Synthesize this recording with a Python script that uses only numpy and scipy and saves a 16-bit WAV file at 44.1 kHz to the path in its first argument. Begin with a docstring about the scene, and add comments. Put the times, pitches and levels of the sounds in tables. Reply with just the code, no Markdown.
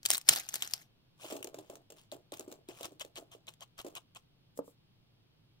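"""Scissors snip the top off a tiny foil snack bag: the seam crushes and facets of foil buckle with
sharp, ringing snaps. Shaken about six times a second, the bag pops and rustles by flexure and friction.
Little plastic chips drop onto a plate, and each impact excites the modes of a hollow toy counter.
At the end a small jar knocks on the counter. All is close to a phone in a quiet, ventilated room."""
import sys
import numpy as np
from scipy import signal
from scipy.fft import rfft, irfft, next_fast_len
from scipy.io import wavfile
from scipy.ndimage import uniform_filter1d

SR = 44100
rng = np.random.default_rng(int(sys.argv[2]) if len(sys.argv) > 2 else 0)


def to_wav(sig):
    """Store sig (one row per channel, or 1-D mono) as 16-bit WAV at the path in sys.argv[1].

    Samples outside -1..1 are clipped; the rate is SR.
    """
    pcm = np.clip(np.atleast_2d(sig), -1, 1) * 32767
    pcm = np.round(pcm).astype(np.int16)
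    wavfile.write(sys.argv[1], SR, pcm.T)  # frames by channels


N = 246959
T = np.arange(SR // 5) / SR  # time axis of one impact [s]
TOP_HZ = 15750  # band limit


def amp(db):
    """Amplitude ratio of a level in decibels."""
    return 10 ** (np.asarray(db) / 20)


def unit(x):
    """Normalisation to rms 1."""
    return x / np.sqrt(np.mean(x ** 2) + 1e-20)


def along(points, hz):
    """Interpolation of (frequency, value) points on a logarithmic frequency axis."""
    f, v = np.transpose(points)
    return np.interp(np.log(hz + 1), np.log(f + 1), v)


def envelope(points):
    """Gain interpolated in decibels between (time, level) points, silent outside them."""
    times, db = np.transpose(points)
    return amp(np.interp(np.arange(N) / SR, times, db, left=-np.inf, right=-np.inf))


def strokes(rows, rise_db_per_s, fall_db_per_s):
    """Exponential growth, hold and decay of a gain for each (time, level, hold) row."""
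    t, gain = np.arange(N) / SR, np.zeros(N)
    for s, db, hold in rows:
        below_db = rise_db_per_s * np.maximum(s - t, 0) + fall_db_per_s * np.maximum(t - s - hold, 0)
        gain += amp(db - np.minimum(below_db, 120))
    return gain


def filtered(x, response):
    """Linear filtering: the spectrum is multiplied by a frequency response."""
    n = x.shape[-1]
    m = next_fast_len(n + SR // 5)
    return irfft(rfft(x, m) * response(np.fft.rfftfreq(m, 1 / SR)), m)[..., :n]


def coloured(x, spectrum):
    """Spectral shaping by (frequency [Hz], level [dB]) points, at rms 1."""
    return unit(filtered(x, lambda hz: amp(along(spectrum, hz))))


def add(track, s, sound):
    """Superposition of a sound on the stereo track at time s."""
    part = track[:, max(round(s * SR), 0):][:, :len(T)]
    part += sound[..., :part.shape[1]]


def noise(apart_db, n=N):
    """Partial coherence: shared noise plus what scatters to each microphone by its own path."""
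    return rng.standard_normal(n) + amp(apart_db) * rng.standard_normal((2, n))


def ring(hz, t60, phase=0):
    """Free vibration of a damped mode."""
    return np.sin(2 * np.pi * hz * T + phase) * amp(-60 * T / t60)


def burst(spectrum, t60, apart_db):
    """A sudden spray of micro-contacts sums to exponentially decaying noise."""
    return coloured(noise(apart_db, len(T)), spectrum) * amp(-60 * T / t60)


def grains(spectrum, per_s, spread_db, life_s, apart_db, colour_db):
    """Shot noise: tiny cracks of uneven size, spacing and colour add in power; rms 1."""
    onsets = np.cumsum(rng.uniform(.2, 1.8, N // 10)) * SR / per_s
    sizes = amp(spread_db * np.minimum(rng.exponential(size=len(onsets)), 2.5))
    hits = np.bincount(onsets[onsets < N].astype(int), sizes[onsets < N] ** 2, N)
    power = np.abs(signal.fftconvolve(hits, np.exp(-2 * T / life_s))[:N])
    spectra = signal.stft(np.sqrt(power) * noise(apart_db), nperseg=256)[2]
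    # the resonances shift from moment to moment
    patches = uniform_filter1d(rng.standard_normal(spectra.shape[1:]), size=4, axis=0)
    patches = unit(uniform_filter1d(patches, size=4, axis=1))
    cracks = signal.istft(spectra * amp(colour_db * patches), nperseg=256)[1][:, :N]
    return coloured(cracks, spectrum)


# room air: (frequency [Hz], spectral level [dB])
AIR_SPECTRUM = [(25, -10), (50, -12.5), (120, -9), (170, -10), (280, -14), (500, -21), (1000, -26),
                (1900, -30.5), (3200, -23.5), (5000, -29), (7000, -43), (15000, -40.5)]
# likeness of the air at the two microphones: (frequency [Hz], correlation [-1..1])
AIR_CORRELATION = [(60, 0.59), (180, 0.37), (550, 0.09), (1650, -0.04), (4970, -0.72), (15000, 0.05)]
def room_air(air_db=-70.5, drone_db=-72):
    """Ambient noise: partly correlated room air and a narrow-band ventilation drone."""
    def mid_side_gains(hz):
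        angle = np.arccos(np.clip(along(AIR_CORRELATION, hz), -1, 1)) / 2
        return np.array([np.cos(angle), np.sin(angle)])
    mid, side = filtered(rng.standard_normal((2, N)), mid_side_gains)
    air = coloured(np.array([mid + side, mid - side]), AIR_SPECTRUM)
    drone_band = [(60, -44), (105, -2.5), (124, 3.5), (142, -5.5), (165, -3.5), (200, -27), (500, -86.5)]
    return amp(air_db) * air + amp(drone_db) * coloured(rng.standard_normal(N), drone_band)


# decay of the room: (frequency [Hz], T60 [s])
ROOM_DECAY = [(200, .2), (1000, .18), (5000, .12), (15000, .04)]
def room(x, wet_db):
    """Reverberation: convolution with a short diffuse tail, different at each microphone."""
    hz, t, spectra = signal.stft(rng.standard_normal((2, SR // 3)), SR, nperseg=256)
    decay = amp(-60 * t / along(ROOM_DECAY, hz)[:, None])
    tail = signal.istft(spectra * decay, SR, nperseg=256)[1]
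    return x + amp(wet_db) * signal.fftconvolve(x, tail / np.linalg.norm(tail[0]), axes=1)[:, :N]


# shading by the phone's body: (frequency [Hz], left minus right level [dB])
SHADING = [(200, 3.5), (550, -4), (1100, 7), (2200, 5.5), (4000, 2.5), (8000, -2), (13000, 5.5)]
def placed(x, lead_s):
    """Path difference and acoustic shadow: the left microphone leads, and each side is shaded."""
    half = lambda hz: amp(along(SHADING, hz) / 2) * np.exp(1j * np.pi * hz * lead_s)
    return filtered(x, lambda hz: np.array([half(hz), 1 / half(hz)]))


# modes of the hollow counter: (frequency [Hz], level [dB], unscaled T60 [s])
COUNTER_MODES = [(181, -23, 0.28), (291, -3.5, 0.11), (481.8, -1, 0.097), (545, -19, 0.31), (700, -21, 0.1),
                 (845, -6, 0.019), (1040, -37, 0.054), (1245, -46, 0.11)]
def counter(spot_db, t60_scale):
    """Modal superposition: the strength of each mode depends on the spot that is struck."""
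    return sum(amp(db + offset_db) * ring(hz, t60 * t60_scale)
               for (hz, db, t60), offset_db in zip(COUNTER_MODES, spot_db))


# the jar touches the counter: (time [s], knock level [dB], scrape level [dB])
JAR_CONTACTS = [(4.575, -48.5, -44), (4.59, -27.5, -48), (4.644, -53, -70), (4.679, -47, -63)]
def jar(counter_db=-2, base_db=1, clack_db=-12):
    """Impact and friction: the jar scrapes, thumps and rocks twice; a fingertip slides on its lid."""
    out = np.zeros((2, N))
    friction_band = [(1000, -14), (4000, -6.5), (8000, 4.5), (15000, .5)]
    clack_band = [(300, -13), (800, 5), (1250, 7), (1800, -55), (4000, -55)]
    rise = 1 - np.exp(-T / .00048)
    for s, db, scrape_db in JAR_CONTACTS:
        base = amp(base_db) * ring(522, .021) + amp(clack_db) * burst(clack_band, .024, apart_db=-6)
        thump = base + amp(counter_db) * counter(np.zeros(len(COUNTER_MODES)), t60_scale=.72)
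        scrape = burst(friction_band, .02, apart_db=15)
        add(out, s, amp(db) * thump * rise + amp(scrape_db) * scrape)
    fingertip = envelope([(4.55, -83.5), (4.58, -55), (4.61, -101),
                          (4.66, -67), (4.705, -69), (4.75, -89)])
    return out + fingertip * coloured(noise(apart_db=-4), friction_band)


# bright ticks of light contact, and the plate's dull clatter: (frequency [Hz], spectral level [dB])
TICK_SPECTRUM = [(100, -24), (350, 9), (1000, 11.5), (1900, 3.5), (2800, 10.5), (5000, 7), (7500, 11.5),
                 (11000, 3), (15000, 4)]
PLATE_SPECTRUM = [(100, -65), (200, -19), (290, 4.5), (450, -0.5), (700, -2.5), (950, -12.5), (1350, -18),
                  (2200, -30.5)]
# a chip lands: (time [s], level [dB], knock frequency [Hz], relative tick level [dB])
LANDINGS = [(1.243, -34.5, 603, -27), (1.302, -38, 586, -21), (1.312, -36, 577, -15),
            (1.322, -29.5, 590, -4), (1.35, -34.5, 596, -25), (1.365, -37, 603, 1), (1.4439, -36, 383, -4),
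            (1.47, -40.5, 356, 3.5), (1.542, -35, 572, -4), (1.586, -37, 610, -4.5),
            (1.697, -34.5, 550, -7), (1.731, -44, 530, -23.5), (1.753, -46.5, 405, 6.5),
            (1.901, -45, 566, 4.5), (1.92, -48, 463, 3.5), (2.1213, -30.5, 603, -9),
            (2.321, -35.5, 540, -10), (2.394, -35.5, 398, -17), (2.406, -41.5, 340, 1.5),
            (2.477, -37.5, 353, -14), (2.514, -44.5, 295, 2), (2.523, -41, 467, 0.5),
            (2.687, -34, 355, -15), (2.808, -34, 526, -3.5), (2.853, -41.5, 737, 11),
            (2.92, -45.5, 470, -36.5), (3.047, -43, 522, 1.5), (3.175, -38.5, 613, -3),
            (3.185, -39, 554, -16), (3.349, -43.5, 452, -13), (3.846, -35.5, 363, -11),
            (3.864, -37.5, 530, -3.5), (3.88, -46.5, 313, 0)]
def chips(knock_db=4, counter_db=-12, tick_db=-4, clatter_db=-11, settle_db=-20, scratch_db=-25,
          flight_s=.014, rebound_loss_db=8, rebound_tick_db=-10, settle_t60=.31, scratch_t60=.17):
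    """Inelastic impact: a chip ticks on the plate, drives the counter, rebounds and stirs the heap."""
    out, stirred, scratched = np.zeros((3, 2, N))
    rise = 1 - np.exp(-T / .0014)
    for s, db, hz, edge_db in LANDINGS:
        # a knock lasts ten cycles, so the deep ones ring longer
        knock = amp(knock_db) * ring(hz, 10 / hz)
        clatter = amp(clatter_db) * burst(PLATE_SPECTRUM, .068, apart_db=-14)
        hollow = amp(counter_db) * counter(rng.normal(0, 2.7, len(COUNTER_MODES)), t60_scale=.6)
        add(out, s + .000972, amp(db) * (knock + clatter + hollow) * rise)
        tick = burst(TICK_SPECTRUM, .018, apart_db=0)
        add(out, s + .0021, amp(db + edge_db + tick_db) * tick)
        for k, delay in enumerate(flight_s * np.cumsum(rng.uniform(.5, 1.5, size=2)), 1):
            rebound = ring(rng.uniform(450, 850), .016) * rise + amp(rebound_tick_db + edge_db) * tick
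            add(out, s + delay, amp(db - rebound_loss_db * k) * rebound)
        add(stirred, s, amp(db - 60 * T / settle_t60))
        add(scratched, s, amp(db - 60 * T / scratch_t60))
    settling = grains(PLATE_SPECTRUM, per_s=160, spread_db=2.5, life_s=.003, apart_db=-8, colour_db=2)
    scratching = grains(TICK_SPECTRUM, per_s=180, spread_db=3.5, life_s=.002, apart_db=0, colour_db=3)
    return out + amp(settle_db) * stirred * settling + amp(scratch_db) * scratched * scratching


# chips sliding on foil: (frequency [Hz], spectral level [dB])
SLIDE_SPECTRUM = [(150, -11.5), (350, -11.5), (600, 2.5), (1100, -2.5), (1850, -10), (3100, 4),
                  (4500, -8.5), (7500, -7), (10500, -18), (13500, -12.5), (16000, -39)]
# the emptying bag sounds hollower: (time [s], relative cavity level [dB])
CAVITY_LEVELS = [(1.1, -19), (2.6, -15.5), (3.0, -15.5), (4.3, -8.5)]
# the bag is tipped and chips creep to its mouth: (time [s], level [dB], hold [s])
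BAG_TIPS = [(1.218, -49.5, 0.1), (1.55, -69, 0.19), (1.975, -60.5, 0.019), (2.365, -65.5, 0.023),
            (2.735, -64.5, 0.034), (2.79, -54, 0.013)]
# a shake pops the bag's wall, then the chips slide:
# (time [s], pop level [dB], pop frequency [Hz], slide level [dB], slide half-width [s])
BAG_SHAKES = [(2.116, -37, 3900, -55, .007), (2.3196, -36, 3790, -42, 0.0035),
              (2.6863, -38.5, 3840, -53, 0.012), (2.83, -31.5, 3760, -39.5, 0.0073),
              (2.9962, -36.5, 3750, -39, 0.0068), (3.1562, -40, 4070, -43, 0.0094),
              (3.316, -47.5, 3220, -52, 0.011), (3.4686, -46, 3840, -43.5, 0.0058),
              (3.607, -43, 3160, -50.5, 0.011), (3.779, -41.5, 3150, -43, 0.009),
              (3.952, -33.5, 3210, -43.5, 0.0095), (4.1482, -46.5, 3170, -48, 0.0065)]
def shaking(shake_db=-1, rustle_db=-13, after_db=-21, creep_db=-4, tip_rustle_db=-3,
            slide_lag_s=.018, relax_db_per_s=395):
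    """Friction excites cavity resonance as the bag is shaken or tipped; the foil rustles and relaxes."""
    t = np.arange(N) / SR
    tipping = strokes(BAG_TIPS, rise_db_per_s=694, fall_db_per_s=270)
    swell, stirred = amp(creep_db) * tipping, amp(tip_rustle_db) * tipping
    for s, _, _, db, half_width in BAG_SHAKES:
        since = t - s - slide_lag_s
        relax = (since > 0) * amp(-relax_db_per_s * np.abs(since))
        swell += amp(db) * (np.exp(-.5 * (since / half_width) ** 2) + amp(after_db) * relax)
        stirred += amp(db + rustle_db) * relax
    scrape = grains(SLIDE_SPECTRUM, per_s=800, spread_db=3, life_s=.001, apart_db=-2, colour_db=3.5)
    cavity_band = [(300, -36), (560, -12), (780, -27), (1060, 2), (1400, -6), (2000, -25), (4000, -83)]
    cavity = envelope(CAVITY_LEVELS) * coloured(noise(apart_db=-11.5), cavity_band)
    rustle = grains(TICK_SPECTRUM, per_s=200, spread_db=3.5, life_s=.002, apart_db=0, colour_db=3)
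    return amp(shake_db) * swell * (scrape + cavity) + stirred * rustle


# a crack of foil: (frequency [Hz], spectral level [dB])
CRACK_SPECTRUM = [(60, -31), (250, -25.5), (600, -8), (1000, -9), (2100, -7.5), (3200, -1.5), (4800, -8.5),
                  (7500, 4), (11000, -7), (14500, -2.5), (16000, -14)]
# close modes of a foil facet: (frequency ratio [1], level [dB])
FACET_MODES = [(0.841, -12.5), (.93, 0), (1, 5), (1.078, -4.5), (1.27, -5.5), (1.95, -9)]
# the loudest sharp snaps: foil buckling, and two bright ticks of landing chips (1.4436 s, 2.3945 s):
# (time [s], level [dB], frequency [Hz], crackle T60 [s])
SHARP_SNAPS = [(.0306, -39, 4540, 0.0062), (.0524, -21, 3340, 0.017), (.0589, -13, 4660, 0.014),
               (.0873, -30, 7650, .01), (.1028, -11, 8730, 0.013), (.1128, -13, 5450, 0.0086),
               (.1343, -20.5, 8060, .022), (.1465, -21, 3920, .013), (.153, -24.5, 4260, .02),
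               (.1695, -28, 9100, .016), (.1788, -22.5, 9340, .012), (.2128, -34.5, 4900, 0.0078),
               (.2878, -6, 4980, 0.015), (.2906, -2, 6996, .011), (.332, -19, 5640, 0.0061),
               (.3595, -19, 8300, 0.01), (0.3983, -29, 7340, .017), (.488, -27, 6370, 0.025),
               (.5399, -18.5, 6900, 0.014), (.5557, -17.5, 5100, 0.005), (.622, -20.5, 3050, 0.021),
               (.674, -33, 6100, .016), (0.7089, -39, 7000, .02), (.7356, -18.5, 4940, .014),
               (1.4267, -36, 2870, 0.022), (1.4436, -28.5, 6700, 0.0081), (2.371, -41, 6500, 0.012),
               (2.3945, -31.5, 6980, .013), (3.5374, -50, 3360, 0.016), (3.814, -39, 3900, 0.0079)]
def sharp_snaps(ring_db=-4, crackle_db=-6, scatter_db=-19, pop_t60=.012):
    """Impulsive excitation: buckling foil, or a chip's bright tick, clicks, rings and crackles."""
    out = np.zeros((2, N))
    pops = [(s, db, hz, pop_t60) for s, db, hz, _, _ in BAG_SHAKES]
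    rise = 1 - np.exp(-T / .00028)
    for s, db, hz, t60 in SHARP_SNAPS + pops:
        phases = rng.uniform(0, 2 * np.pi, len(FACET_MODES))
        modes = sum(amp(mode_db) * ring(min(hz * ratio, TOP_HZ), t60 * .51, phase)
                    for (ratio, mode_db), phase in zip(FACET_MODES, phases))
        click = amp(2) * burst(CRACK_SPECTRUM, .004, apart_db=-3)
        crackle = amp(crackle_db) * burst(CRACK_SPECTRUM, t60, apart_db=3)
        snap = amp(db) * (click + amp(ring_db) * modes + crackle) * rise
        add(out, s + .0008, snap)
        # the fingers or blades reflect the snap, and the toy's shelves scatter it
        add(out, s + .0036, amp(-15) * snap)
        add(out, s + .0035, amp(db + scatter_db) * burst(CRACK_SPECTRUM, .028, apart_db=3))
    return out


# the seam being crushed: (frequency [Hz], spectral level [dB])
CRINKLE_SPECTRUM = [(47, -49.5), (80, -18.5), (303, -3.5), (550, -5), (802, 4), (1000, -7), (1560, 1),
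                    (2180, 0), (5520, 2), (10000, -11), (12000, 0.5), (15000, -13), (16000, -18)]
# the blades bite into the seam: (time [s], level [dB], hold [s])
BITES = [(.057, -48.5, 0.0028), (.108, -37, 0.036), (.295, -33, 0.039), (.376, -38, 0.0029),
         (.546, -43.5, 0.0093), (.629, -44.5, 0.0094), (.742, -61.5, 0.0053)]
def scissors(shut_s=.29, crush_db=-1, snaps_db=-7, jolt_db=-46):
    """Acoustic emission: the blades crush the seam in cracks and small snaps, and shut with a jolt."""
    cracks = grains(CRINKLE_SPECTRUM, per_s=500, spread_db=3.5, life_s=.0014, apart_db=0, colour_db=2.5)
    snaps = grains(CRACK_SPECTRUM, per_s=130, spread_db=3, life_s=.0012, apart_db=-2, colour_db=3)
    graze = (.44, -59.5, .38)  # a long, faint stroke: the blades brush the cut edge
    pressure = strokes(BITES + [graze], rise_db_per_s=850, fall_db_per_s=380)
    out = pressure * (amp(crush_db) * cracks + amp(snaps_db) * snaps)
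    jolt_band = [(30, -9), (90, -8), (170, 0), (250, -3), (450, -18), (1200, -60)]
    add(out, shut_s, amp(jolt_db) * burst(jolt_band, .16, apart_db=-12))
    return out


def scene(counter_cutoff_hz=215):
    """Superposition: the bag is cut close up, then emptied onto the counter a little further off."""
    bag = sharp_snaps() + scissors() + shaking()
    # a small body radiates no deep bass
    radiation = signal.butter(2, counter_cutoff_hz, "highpass", fs=SR, output="sos")
    knocks = signal.sosfilt(radiation, chips() + jar())
    bag, knocks = room(bag, wet_db=-19), room(knocks, wet_db=-13)
    return placed(bag, lead_s=.0002) + placed(knocks, lead_s=.0002625) + room_air()


def record(dry):
    """Soft saturation and band limiting: the phone rounds the loudest peak and cuts the top treble."""
    rounded = dry / (1 + np.abs(dry / .85) ** 6) ** (1 / 6)
    return filtered(rounded, lambda hz: 1 / np.sqrt(1 + (hz / TOP_HZ) ** 200))


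dry = scene()
out = record(dry)
to_wav(out)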